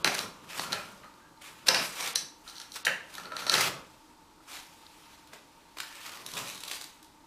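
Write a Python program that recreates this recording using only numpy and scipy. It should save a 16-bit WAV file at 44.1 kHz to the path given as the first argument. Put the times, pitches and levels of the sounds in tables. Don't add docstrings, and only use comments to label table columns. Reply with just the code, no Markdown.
import sys
import numpy as np
from scipy import signal
from scipy.fft import rfft, irfft, next_fast_len
from scipy.io import wavfile
from scipy.ndimage import uniform_filter1d, map_coordinates

SR = 44100
rng = np.random.default_rng(int(sys.argv[2]) if len(sys.argv) > 2 else 0)


def gain_from_decibels(decibels):
    exponent = np.asarray(decibels, float) / 20
    return 10 ** exponent


def master_out(mix):
    frames = np.transpose(np.atleast_2d(mix))
    ceiling = np.clip(frames, -1, 1)
    pcm = np.round(ceiling * 32767).astype(np.int16)
    wavfile.write(sys.argv[1], SR, pcm)


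N = 320166

# pitch_hz, width_hz, level_db
BRACKET_MODES = [(3150, 500, -10), (4050, 340, 0), (4650, 300, -3)]
# pitch_hz, width_hz, level_db
SPRING_MODES = [(5400, 280, -2), (5800, 250, 0), (6130, 250, -1)]
# pitch_hz, width_hz, level_db
CRACK_MODES = [(8746.5, 4516, -12.5), (11968, 3442, -15.5)]
# pitch_hz, width_hz, level_db
TUBE_MODES = [(1560, 160, -2), (1790, 240, 0), (1990, 200, -1), (2600, 600, -8), (3135, 55, -5)]
# pitch_hz, width_hz, level_db
WALL_MODES = [(167.94, 18.14, -4), (225, 50, -7.5), (425.4, 113.35, -1.5), (528.84, 58.77, 4.5),
              (860, 555.9, -2)]
# pitch_hz, width_hz, level_db
PLATE_MODES = [(4841.3, 340, -0.5), (5579, 710, -7.5), (2509.3, 390, -5)]
# start_s, bracket_db, spring_over_bracket_db, room_share_db
CLACKS = [(0.044, -18.5, -4.5, -2.5), (0.074, -26, -6, -5.5), (0.1491, -34, 1, -12), (0.189, -26.5, -3, -3),
          (0.594, -31, -3, -1.5), (0.7206, -32, -5, 3.5), (0.7279, -26.5, -4, -23), (1.683, -16, -4, -3.5),
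          (1.6861, -18.5, 0.5, -11), (1.7442, -25, -2.5, 3), (2.006, -38, 3.5, 0), (2.1558, -23, 2, -2),
          (2.1593, -28, 1, -7.5), (2.4763, -42.5, -5, 2.5), (2.486, -44.5, -4.5, -1.5),
          (2.496, -47, -2, -1.5), (2.554, -47.5, -4.5, 7), (2.564, -44.5, -7.5, 2), (2.58, -44, -2.5, -2),
          (2.598, -40, -1.5, -0.5), (2.614, -42.5, -0.5, -4.5), (2.718, -43.5, 0, -2.5),
          (2.745, -45, -2.5, -2), (2.757, -44, 2, -7), (2.765, -43.5, -1.5, -3.5), (2.849, -29, -5, -1),
          (3.2536, -40.5, -12.5, -3), (3.3646, -33.5, -5, -1.5), (3.42, -43, -4.5, 6),
          (3.465, -31, -4, 4.5), (3.495, -19, -4.5, -5), (3.517, -34, 6.5, 4.5), (3.5389, -16, -11, -11),
          (3.5512, -30, -3, -6), (3.5798, -30, -2.5, 2), (4.864, -47.5, -15, -6.5), (1.138, -60, -7, -5),
          (1.373, -59, -12, -8), (3.18, -42, -4.5, -3), (3.234, -48, -2.5, -4.5), (3.319, -48, -6, 2),
          (3.479, -39, 1.5, -3), (6.262, -40, -3, -2.5), (6.335, -40.5, -3, -5.5), (6.576, -43.5, -4.5, -5),
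          (6.635, -42, -4.5, -3), (6.65, -45.5, -6.5, -4.5), (6.68, -42, -3.5, -2),
          (6.713, -39.5, -5.5, -4), (6.731, -41, -3, -5), (6.812, -43, -9.5, -3)]
# start_s, tube_db, thud_over_tube_db, room_share_db
BUMPS = [(0.0446, -20, -6.5, 0.5), (0.074, -25.5, -3.5, -8.5), (0.149, -32.5, -11.5, -19),
         (0.1883, -35, -6, -13), (0.5937, -28, -4, -12), (0.7218, -42.5, -5, 9.5), (0.7275, -29, -9.5, -2),
         (1.033, -48.5, -14.5, -2), (1.042, -54.5, 0.5, -8.5), (1.683, -21, -12, 0.5),
         (1.6872, -26, -4, -1), (1.741, -24.5, -11, 3), (2.007, -51.5, -28.5, -12),
         (2.1569, -35.5, -11.5, -3), (2.598, -50.5, -13.5, 0.5), (2.761, -47, -9, -6.5),
         (2.8489, -35, -14.5, 5.5), (2.8666, -16.5, -18.5, 0), (2.876, -19, -27.5, -31.5),
         (3.18, -49, -0.5, -4), (3.2544, -45.5, -6, 1.5), (3.318, -42.5, -9.5, 1.5),
         (3.3659, -37.5, -13.5, 0), (3.421, -43.5, -4.5, 0), (3.4666, -35, -3.5, -2), (3.516, -36, -6.5, 9),
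         (3.5378, -23.5, -14, -2.5), (3.5787, -49.5, 8.5, 2.5), (5.331, -46, -3, -3), (6.368, -52, 10, 0)]
# start_s, level_db, room_share_db
SLAMS = [(0.0445, -30, 2.5), (0.1493, -36, -4.5), (0.7277, -36, -3.5), (1.6708, -33, 3.5),
         (1.6832, -21, -1), (1.6867, -21, 3), (1.745, -22.5, 4), (2.1561, -32.5, -1.5), (2.8492, -38, 4.5),
         (3.4973, -27, -0.5), (3.5391, -28, 1), (3.572, -27, 0.5), (3.611, -31, 1)]

# pitch_hz, width_hz, level_db
PIN_MODES = [(580, 50, -11), (980, 60, -12), (1280, 60, -6), (1370, 45, 0), (1780, 90, -11)]
# start_s, peak_db
PIN_TAPS = [(0.258, -33.5), (0.66, -39.5), (0.732, -25), (1.0415, -40.5), (1.056, -42.5), (1.205, -49),
            (2.4758, -44.5), (2.7435, -66.5), (3.141, -44), (3.1805, -29), (3.2547, -34), (3.32, -27),
            (3.3649, -32.5), (3.42, -30.5), (3.4656, -28), (4.402, -46.5), (5.3328, -43.5)]
# start_s, hold_s, fall_s (per 20 dB), level_db
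CHATTERS = [(0.055, 0.00747, 0.0251, -28), (0.275, 0.00691, -0.0062, -50.5), (0.724, 0.06044, -0.0561, -40),
            (1.051, 0.0183, 0.6823, -62), (1.689, 0.06, 0.12, -39), (2.009, 0.07, 0.1, -52),
            (2.47, 0.02, 0.1, -53), (2.555, .02, 0.1, -57), (2.6, .01, .1, -57), (2.74, 0.04, .15, -55),
            (2.866, 0.00913, 0.0478, -32), (3.183, 0.01082, 0.1912, -50.5), (3.317, 0.00799, 0.1754, -41),
            (3.472, 0.13285, 0.0811, -33.5)]

# pitch_hz, level_db (per Hz)
TISSUE_COLOUR = [(180, -41.5), (300, -16), (985, -6), (1070, -4.5), (1260, -5), (2140, -6), (2280, -4.5),
                 (2440, -4), (10800, -15.5), (15500, -21)]
# full_s, rise_s (per 20 dB), hold_s, fall_s (per 20 dB), rustle_db
STROKES = [(.05, .005, .04, .15, -36), (0.19, 0.1672, 0.01231, 0.0792, -36),
           (0.502, 0.022, 0.0546, 0.0965, -44), (0.575, 0.071, 0.01083, 0.0453, -41),
           (0.62, 0.1793, 0.02305, 0.0994, -39.5), (0.71, 0.069, 0.00917, 0.346, -44.5),
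           (1.418, .012, 0.0523, .04, -50), (1.465, .04, .045, 0.2256, -52),
           (1.668, 0.0086, 0.0401, 0.2057, -35.5), (1.84, 0.1176, 0.02131, -0.0232, -34.5),
           (2.0, 0.1084, 0.07831, -0.1328, -35.5), (2.15, -0.4679, 0.0098, 0.1523, -52),
           (2.449, 0.0191, 0.02024, 0.1437, -55.5), (2.485, 0.0169, 0.01137, 0.0864, -48),
           (2.575, -0.1355, 0.04086, 0.3026, -54), (2.757, 0.0154, 0.01128, 0.0565, -42),
           (3.14, 0.1281, 0.00392, 0.2823, -48), (3.4, 0.0571, 0.00917, 0.1202, -39.5),
           (3.52, 0.0114, 0.085, 0.07, -28), (3.63, .1, .052, .025, -31.5), (3.7, 0.3, 0.01, 0.14, -48),
           (4.478, -0.0046, 0.0396, 0.2265, -52.5), (4.555, 0.1, 0.015, 0.12, -43.5),
           (5.333, 0.03, 0.004, 0.12, -51.5), (5.772, 0.0142, 0.00622, -0.0014, -47),
           (5.803, -0.0223, 0.00831, 0.0061, -45.5), (5.88, 0.11, 0.2816, 0.6387, -49.5),
           (6.065, 0.0707, 0.01842, 0.1604, -46), (6.372, 0.0657, 0.02546, 0.1556, -40),
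           (6.49, 0.284, 0.0223, 0.091, -47), (6.75, 0.6515, 0.01161, 0.2315, -48.5)]
# start_s, rustle_db
STIRRING = [(0, -57.5), (0.3, -61), (1.05, -63.5), (1.4, -68.5), (1.56, -57.5), (2.25, -69), (2.42, -70.5),
            (2.82, -62.5), (3.08, -62.5), (3.93, -61), (4.45, -77), (4.68, -58), (5.14, -56), (5.3, -63),
            (5.75, -64), (5.85, -59), (6.7, -55.5), (6.92, -62.5), (7.26, -71.5)]
# full_s, rise_s (per 20 dB), hold_s, fall_s (per 20 dB), hiss_db
HISSES = [(0.5, -0.0162, 0.0953, -0.0176, -57), (0.62, 0.0584, 0.02192, 0.023, -43.5),
          (1.84, 0.1354, 0.027, 0.2764, -45), (1.957, .01, .05, .1, -46),
          (2.49, 0.161, 0.01734, 0.2753, -58), (2.742, 0.0355, 0.0061, 0.0018, -47),
          (2.757, 0.0314, 0.00926, 0.0487, -44.5), (4.49, -0.0212, 0.0196, -0.4984, -63),
          (4.52, 0.1028, 0.042, -0.1649, -53.5), (5.8, 0.0319, .01, -0.0842, -49),
          (6.35, 0.0731, 0.0897, 0.3058, -49.5), (6.72, 0.059, 0.02066, 0.1742, -47.5)]
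# start_s, peak_db, tilt_db
CLAWS = [(0.4799, -50.5, -8), (0.4982, -41.5, -14.5), (0.5062, -36.5, -7.5), (1.419, -42, -3.5),
         (0.144, -28, 1.5), (1.668, -22, -2.5), (1.954, -39, 2), (2.0589, -31, 5.5), (2.074, -25, 0.839),
         (2.1493, -32.5, -5), (2.152, -26, -1.5), (2.7393, -40.5, 8), (1.674, -26, -2.5),
         (1.678, -26.5, -4), (0.7204, -30, -6), (3.437, -37, -3), (2.853, -28, 8.5), (2.866, -35, 3.5),
         (3.1391, -42, 6), (3.1506, -30, -3.5), (3.197, -31.5, -8), (3.391, -37, -10),
         (4.5158, -37.5, -6.5), (4.553, -40.5, 1), (5.272, -54, 10), (5.3334, -36.5, -5.5), (5.34, -40, -6),
         (4.53, -42.5, 1), (4.567, -43.5, -1)]
# start_s, peak_db, tilt_db
CREASES = [(5.7699, -32, -9), (5.784, -26.5, -4), (5.801, -21, -4), (5.805, -32.5, -2.5),
           (5.8315, -31.5, -6.5), (5.8687, -40, -5.5), (6.031, -40.5, 1), (5.953, -36, -3),
           (6.05, -37, -6.5), (6.0626, -33, -6.5), (6.078, -38.5, -6), (6.1191, -37, -2.5),
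           (6.145, -36.5, -5.5), (6.171, -31.5, -6.5), (6.2621, -29, 1.5), (6.287, -30, -6),
           (6.315, -42, 8.5), (6.336, -27.5, -2.5), (6.352, -33, 0.5), (6.368, -26, -7), (6.378, -29, -0.5),
           (6.474, -34, 0), (6.51, -36, -4.5), (6.3882, -31.5, 5), (6.4813, -32, 2), (6.489, -34, 0.5),
           (6.498, -28, -3), (6.5533, -32.5, -1.5), (6.546, -35.5, 2.5), (6.576, -38, -1.5),
           (6.6033, -34.5, -1), (6.6091, -35.5, -4), (6.6346, -24.5, -5), (6.65, -35, -1),
           (6.677, -31.5, 0.5), (6.681, -30, 0.5), (6.697, -30.5, -2.5), (6.712, -20.5, -6),
           (6.718, -30.5, -3), (6.732, -33, 0), (6.745, -36.5, 0.5), (6.766, -38, -6), (6.82, -30.5, -2.5),
           (6.811, -27, -4), (6.84, -33, 2), (7.027, -47, 6.5), (7.044, -46, 2.5)]
# pitch_hz, width_hz, level_db
TUG_MODES = [(3870, 320, 0), (4700, 300, -5)]
# start_s, hold_s, fall_s (per 20 dB), level_db, pitch_hz
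DRAGS = [(0.657, 0.15, 0.2055, -49.5, 1380), (3.182, .27, 0.0068, -51.5, 1390),
         (1.04, 0.0404, 0.0233, -53.5, 1244), (1.058, .012, .03, -64, 4200), (1.215, .07, .08, -63, 1600),
         (1.38, .022, 0.0189, -60, 900), (2.008, .03, .05, -44, 2230), (0.7255, 0.0726, 0.0353, -49, 2520),
         (5.835, 0.1936, -0.0091, -58.5, 1760), (6.46, .3, .1, -59, 3850), (6.728, .035, 0.08, -53, 4720)]

# pitch_hz, level_db (per Hz)
RUMBLE_COLOUR = [(29, -34), (50, -14), (177, 0), (322, -5.5), (358, -5), (526, -5.5), (601, -4.5),
                 (795, -15.5), (957, -5), (1200, -2.5), (1560, -12), (2640, -120)]
# full_s, rise_s (per 20 dB), hold_s, fall_s (per 20 dB), rumble_db
TURNS = [(0.06, 0.2038, 0.24834, -0.0395, -41.5), (0.62, 0.0863, 0.0602, 0.1821, -41),
         (0.8, 1.2927, 0.01806, .5, -47), (1.56, 1.89, 0.0687, -0.59, -70),
         (1.77, 0.1494, 0.04156, 0.1102, -35.5), (1.9, 1.03, 0.0264, 0.3238, -56),
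         (2.04, 0.3964, 0.0947, 0.2208, -51), (2.53, -0.388, 0.01443, -1, -65.5),
         (2.87, 0.0875, 0.04243, 0.1854, -45.5), (3.2, 0.1526, 0.01758, 0.3967, -50),
         (3.4, 0.2033, 0.1142, -0.0262, -46.5), (3.58, 0.106, 0.00875, 0.1542, -31),
         (3.69, 0.1839, 0.00777, 0.1956, -38), (5.335, 0.0388, 0.00445, -0.0162, -49.5),
         (6.15, 0.23, 0.01987, 0.6715, -53), (6.37, 0.1675, 0.04313, 0.2927, -43)]

# pitch_hz, fade_s (to fall 60 dB)
TILE_FADE = [(100, .5), (300, .5), (800, .46), (2000, .42), (5000, .39), (13000, .3)]
# pitch_hz, width_hz, level_db
STANDING_WAVES = [(158, 6, 8), (212, 10, 5)]
# pitch_hz, level_db (per Hz)
AIR_COLOUR = [(12, -29.5), (20, -4.5), (76, -6.5), (126, -13), (306, -8.5), (342, -12.5), (686, -15),
              (906, -4.5), (1040, -13.5), (2920, -20.5), (4190, -18), (7950, -24), (15500, -31.5)]
# pitch_hz, width_hz, level_db (over the air)
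VENT_TONES = [(311.1, 49.37, 8), (916.27, 72.83, 3), (1158.6, 50.16, 1.5), (7721, 34.6, 8)]

DROPOUTS = [
    0.0345,
    2.144,
    2.84,
]
SHARP_BLOWS = [
    0.046,
    1.686,
    1.746,
    2.158,
    2.853,
    3.15,
    3.498,
    5.803,
    6.714,
]


def unit(x):
    return x / np.sqrt(np.mean(x ** 2) + 1e-20)


def along(points, hz):
    f, value = np.transpose(points)
    return np.interp(np.log(hz + 1), np.log(f + 1), value)


def treble(hz, edge_hz, order=4):
    return 1 / (1 + (edge_hz / (hz + 1)) ** order)


def wobble(rate):
    knots = rng.standard_normal(int(N * rate / SR) + 4)
    return map_coordinates(knots, [np.arange(N) * rate / SR])


def filtered(x, response):
    size = next_fast_len(N + SR // 2)
    spectrum = rfft(x, size) * response(np.fft.rfftfreq(size, 1 / SR))
    return irfft(spectrum, size)[..., :N]


def body(modes):
    def response(f):
        total = 0
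        for k, (centre, width, db) in enumerate(modes):
            loss = 1j * f * abs(width)
            total = total + (-1) ** k * gain_from_decibels(db) * loss / (centre * centre - f * f + loss)
        return total
    return response


def bursts(s, length_ms, *levels_db):
    u = np.arange(1024) / SR / (np.clip(length_ms, .5, 12)[:, None] / 1000)
    shape = (1 - np.exp(-8 * u)) * np.exp(-u ** 3)
    z = rfft(rng.standard_normal((len(s), 1024)) * shape, axis=1)
    rough = irfft(z / np.abs(z) ** .7, 1024, axis=1) * shape
    rough /= np.sqrt((rough ** 2).sum(axis=1, keepdims=True) / shape.sum(axis=1, keepdims=True))
    at = (np.round(s * SR).astype(int)[:, None] + np.arange(1024)).ravel()
    return [np.bincount(at, (gain_from_decibels(db)[:, None] * rough).ravel(), N + 1024)[:N] for db in levels_db]


def patches(x, depth_db):
    z = signal.stft(x, nperseg=512)[2]
    field = uniform_filter1d(rng.standard_normal(z.shape), size=9, axis=0)
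    field = uniform_filter1d(field, size=8, axis=1)
    return signal.istft(z * gain_from_decibels(depth_db * unit(field)), nperseg=512)[1][:N]


def swells(rows):
    s, rise, hold, fall, db = np.transpose(rows)[:, :, None]
    since = np.arange(N * 1000 // SR + 2) / 1000 - s
    rising_db = 20 * np.minimum(since, 0) / np.abs(rise)
    falling_db = 20 * np.maximum(since - np.abs(hold), 0) / np.abs(fall)
    return db + rising_db - falling_db, since


def per_sample(v):
    return np.interp(np.arange(N) / SR, np.arange(len(v)) / 1000, v)


def total_db(levels_db):
    return per_sample(10 * np.log10(np.sum(gain_from_decibels(2 * levels_db), axis=0) + gain_from_decibels(-300)))


def knocks():
    clack_s, bracket_db, spring_db, clack_room_db = np.transpose(CLACKS)
    bump_s, tube_db, thud_db, bump_room_db = np.transpose(BUMPS)
    slam_s, slam_db, slam_room_db = np.transpose(SLAMS)
    # (modes, s, level dB, room share dB)
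    parts = [(BRACKET_MODES, clack_s, bracket_db + 15.5, clack_room_db - 3),
             (SPRING_MODES + CRACK_MODES, clack_s, bracket_db + spring_db + 13.5, clack_room_db - 0.78),
             (TUBE_MODES, bump_s, tube_db + 15.5, bump_room_db + 0.5),
             (WALL_MODES, bump_s, tube_db + thud_db + 18, bump_room_db + 3.5),
             (PLATE_MODES, slam_s, slam_db + 14, slam_room_db)]
    total = np.zeros((2, N))
    for modes, s, level_db, share_db in parts:
        contacts = bursts(s, np.full(len(s), 4.3), level_db, level_db + share_db)
        total += filtered(np.array(contacts), body(modes))
    return total


def snaps():
    s, db, tilt_db = np.transpose(CLAWS + CREASES)
    tug_db = np.repeat([0, -5.5], [len(CLAWS), len(CREASES)])
    length_ms = np.full(len(s), 5.924)
    sharp_db = db + tilt_db
    dull, sharp, tug = bursts(s, length_ms, db - tilt_db - 8, sharp_db + 4.5, sharp_db + tug_db - 4.5)
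    colour = lambda hz: gain_from_decibels(along(TISSUE_COLOUR, hz))
    paper = filtered(dull, lambda hz: colour(hz) * (1 - treble(hz, 3500)))
    paper = paper + filtered(sharp, lambda hz: colour(hz) * treble(hz, 3500))
    return patches(paper, depth_db=2.5) + filtered(tug, body(TUG_MODES))


def stroking():
    stroke_db, since = swells(STROKES)
    stir_s, stir_db = np.transpose(STIRRING)
    stir_db = np.interp(np.arange(N) / SR, stir_s, stir_db)
    rustle_db = 10 * np.log10(gain_from_decibels(2 * total_db(stroke_db)) + gain_from_decibels(2 * stir_db))
    weight = gain_from_decibels(2 * np.maximum(stroke_db, -150))
    age_s = per_sample((weight * np.clip(since, -.05, .2)).sum(0) / weight.sum(0))
    start_db, brighten_db_per_s = -0.4, 6
    return rustle_db, start_db + brighten_db_per_s * age_s


def tilted(x, tilt):
    bright = filtered(x, lambda hz: treble(hz, 3500))
    return tilt * bright + (x - bright) / tilt


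def rustle():
    rustle_db, tilt_db = stroking()
    hits = rng.random(N) < 700 / SR * gain_from_decibels(3.5 * wobble(22))
    creases = hits * gain_from_decibels(5 * np.minimum(rng.exponential(size=N), 2.5))
    tick = np.exp(-np.arange(128) / (0.0012 * SR))
    crackle = unit(signal.fftconvolve(creases, tick)[:N] * rng.standard_normal(N))
    crumpling = np.clip((rustle_db + 60) / 12, 0, 1)
    flutter = gain_from_decibels(1.5 * wobble(90) + 1.7 * crumpling * wobble(45))
    fibres = unit(flutter * rng.standard_normal(N) + 0.7 * crumpling * crackle)
    paper = unit(filtered(patches(fibres, depth_db=1.5), lambda hz: gain_from_decibels(along(TISSUE_COLOUR, hz))))
    tilt_db = 3 * np.tanh(tilt_db / 4)
    return gain_from_decibels(rustle_db - 1.5) * tilted(paper, gain_from_decibels(tilt_db))


def hiss():
    fits = patches(gain_from_decibels(2.9 * wobble(70)) * rng.standard_normal(N), depth_db=2.2)
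    bright = filtered(fits, lambda hz: gain_from_decibels(along(TISSUE_COLOUR, hz)) * treble(hz, 3750))
    return gain_from_decibels(total_db(swells(HISSES)[0])) * unit(bright)


def spindle():
    rise_s = 0.013
    level_db = total_db(swells([(s, rise_s, *rest) for s, *rest in CHATTERS])[0])
    ticks = (rng.random(N) < 260 / SR) * rng.standard_normal(N)
    ticks = ticks + 0.0411 * rng.standard_normal(N)
    s, db = np.transpose(PIN_TAPS)
    taps, = bursts(s, np.full(len(s), 1.5), db + 21.5)
    chatter = gain_from_decibels(level_db - 3) * unit(filtered(ticks, body(PIN_MODES)))
    return chatter + filtered(taps, body(PIN_MODES))


def drag():
    rise_s, sharpness = .03, 16
    scrape = gain_from_decibels(2.1 * wobble(60)) * rng.standard_normal(N)
    levels_db = swells([(s, rise_s, hold, fall, db) for s, hold, fall, db, _ in DRAGS])[0]
    total = np.zeros(N)
    for level_db, (*_, hz) in zip(levels_db, DRAGS):
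        ring = body([(hz, hz / sharpness, 0)])
        song = filtered(scrape, lambda f: ring(f) ** 2)
        song = song / (uniform_filter1d(np.abs(song), size=400) + 1e-9) ** .5
        total += per_sample(gain_from_decibels(level_db)) * unit(song)
    return total


def rumble():
    turns_db = total_db(swells(TURNS)[0])
    level_db = 10 * np.log10(gain_from_decibels(2 * turns_db) + gain_from_decibels(2 * -63))
    lumps = gain_from_decibels(2.1836 * wobble(25)) * rng.standard_normal(N)
    return gain_from_decibels(level_db - 5) * unit(filtered(lumps, lambda hz: gain_from_decibels(along(RUMBLE_COLOUR, hz))))


def bathroom(x):
    wet, step = np.zeros(N + 2 * SR), SR // 4
    for start in range(0, N, step):
        hz, t, z = signal.stft(rng.standard_normal(SR * 3 // 4), SR, nperseg=256)
        fade_db = -60 * t / along(TILE_FADE, hz)[:, None]
        tail = signal.istft(z * gain_from_decibels(fade_db), SR, nperseg=256)[1]
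        tail *= 1 - np.exp(-np.arange(len(tail)) / (.004 * SR))
        answer = signal.fftconvolve(x[start:start + step], tail / np.linalg.norm(tail))
        wet[start:start + len(answer)] += answer
    return wet[:N] + filtered(x, body(STANDING_WAVES))


def air():
    def colour(hz):
        lift = 1
        for centre, width, db in VENT_TONES:
            lift = lift + gain_from_decibels(db) / (1 + (2 * (hz - centre) / width) ** 2)
        return gain_from_decibels(along(AIR_COLOUR, hz)) * lift
    return gain_from_decibels(-59 + 0.2013 * wobble(2.8205)) * unit(filtered(rng.standard_normal(N), colour))


def scene():
    hits, hits_to_room = knocks()
    tears = snaps()
    paper = rustle() + rumble() + spindle() + drag() + hiss()
    echo = bathroom(gain_from_decibels(-0.5) * hits_to_room + gain_from_decibels(-3) * tears + gain_from_decibels(-8) * paper)
    return (hits + tears + paper + echo + air())[None]


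def starved(x):
    half_s = .007
    shut = sum(np.exp(-((np.arange(N) / SR - s) / half_s) ** 6) for s in DROPOUTS)
    return x - shut * filtered(x, lambda hz: treble(hz, 5000, order=12))


def limited(x):
    limits_hz = np.array([[15000], [15750]])
    low, wide = filtered(x, lambda hz: 1 / (1 + (hz / limits_hz) ** 200))
    half_s = .005
    opened = sum(np.exp(-((np.arange(N) / SR - s) / half_s) ** 4) for s in SHARP_BLOWS)
    return (low + gain_from_decibels(-10) * opened * (wide - low))[None]


def band_limit(x):
    return signal.sosfilt(signal.butter(12, 16140, fs=SR, output="sos"), x)


def record(dry):
    finished = limited(starved(dry))
    return band_limit(finished)


dry = scene()
out = record(dry)
master_out(out)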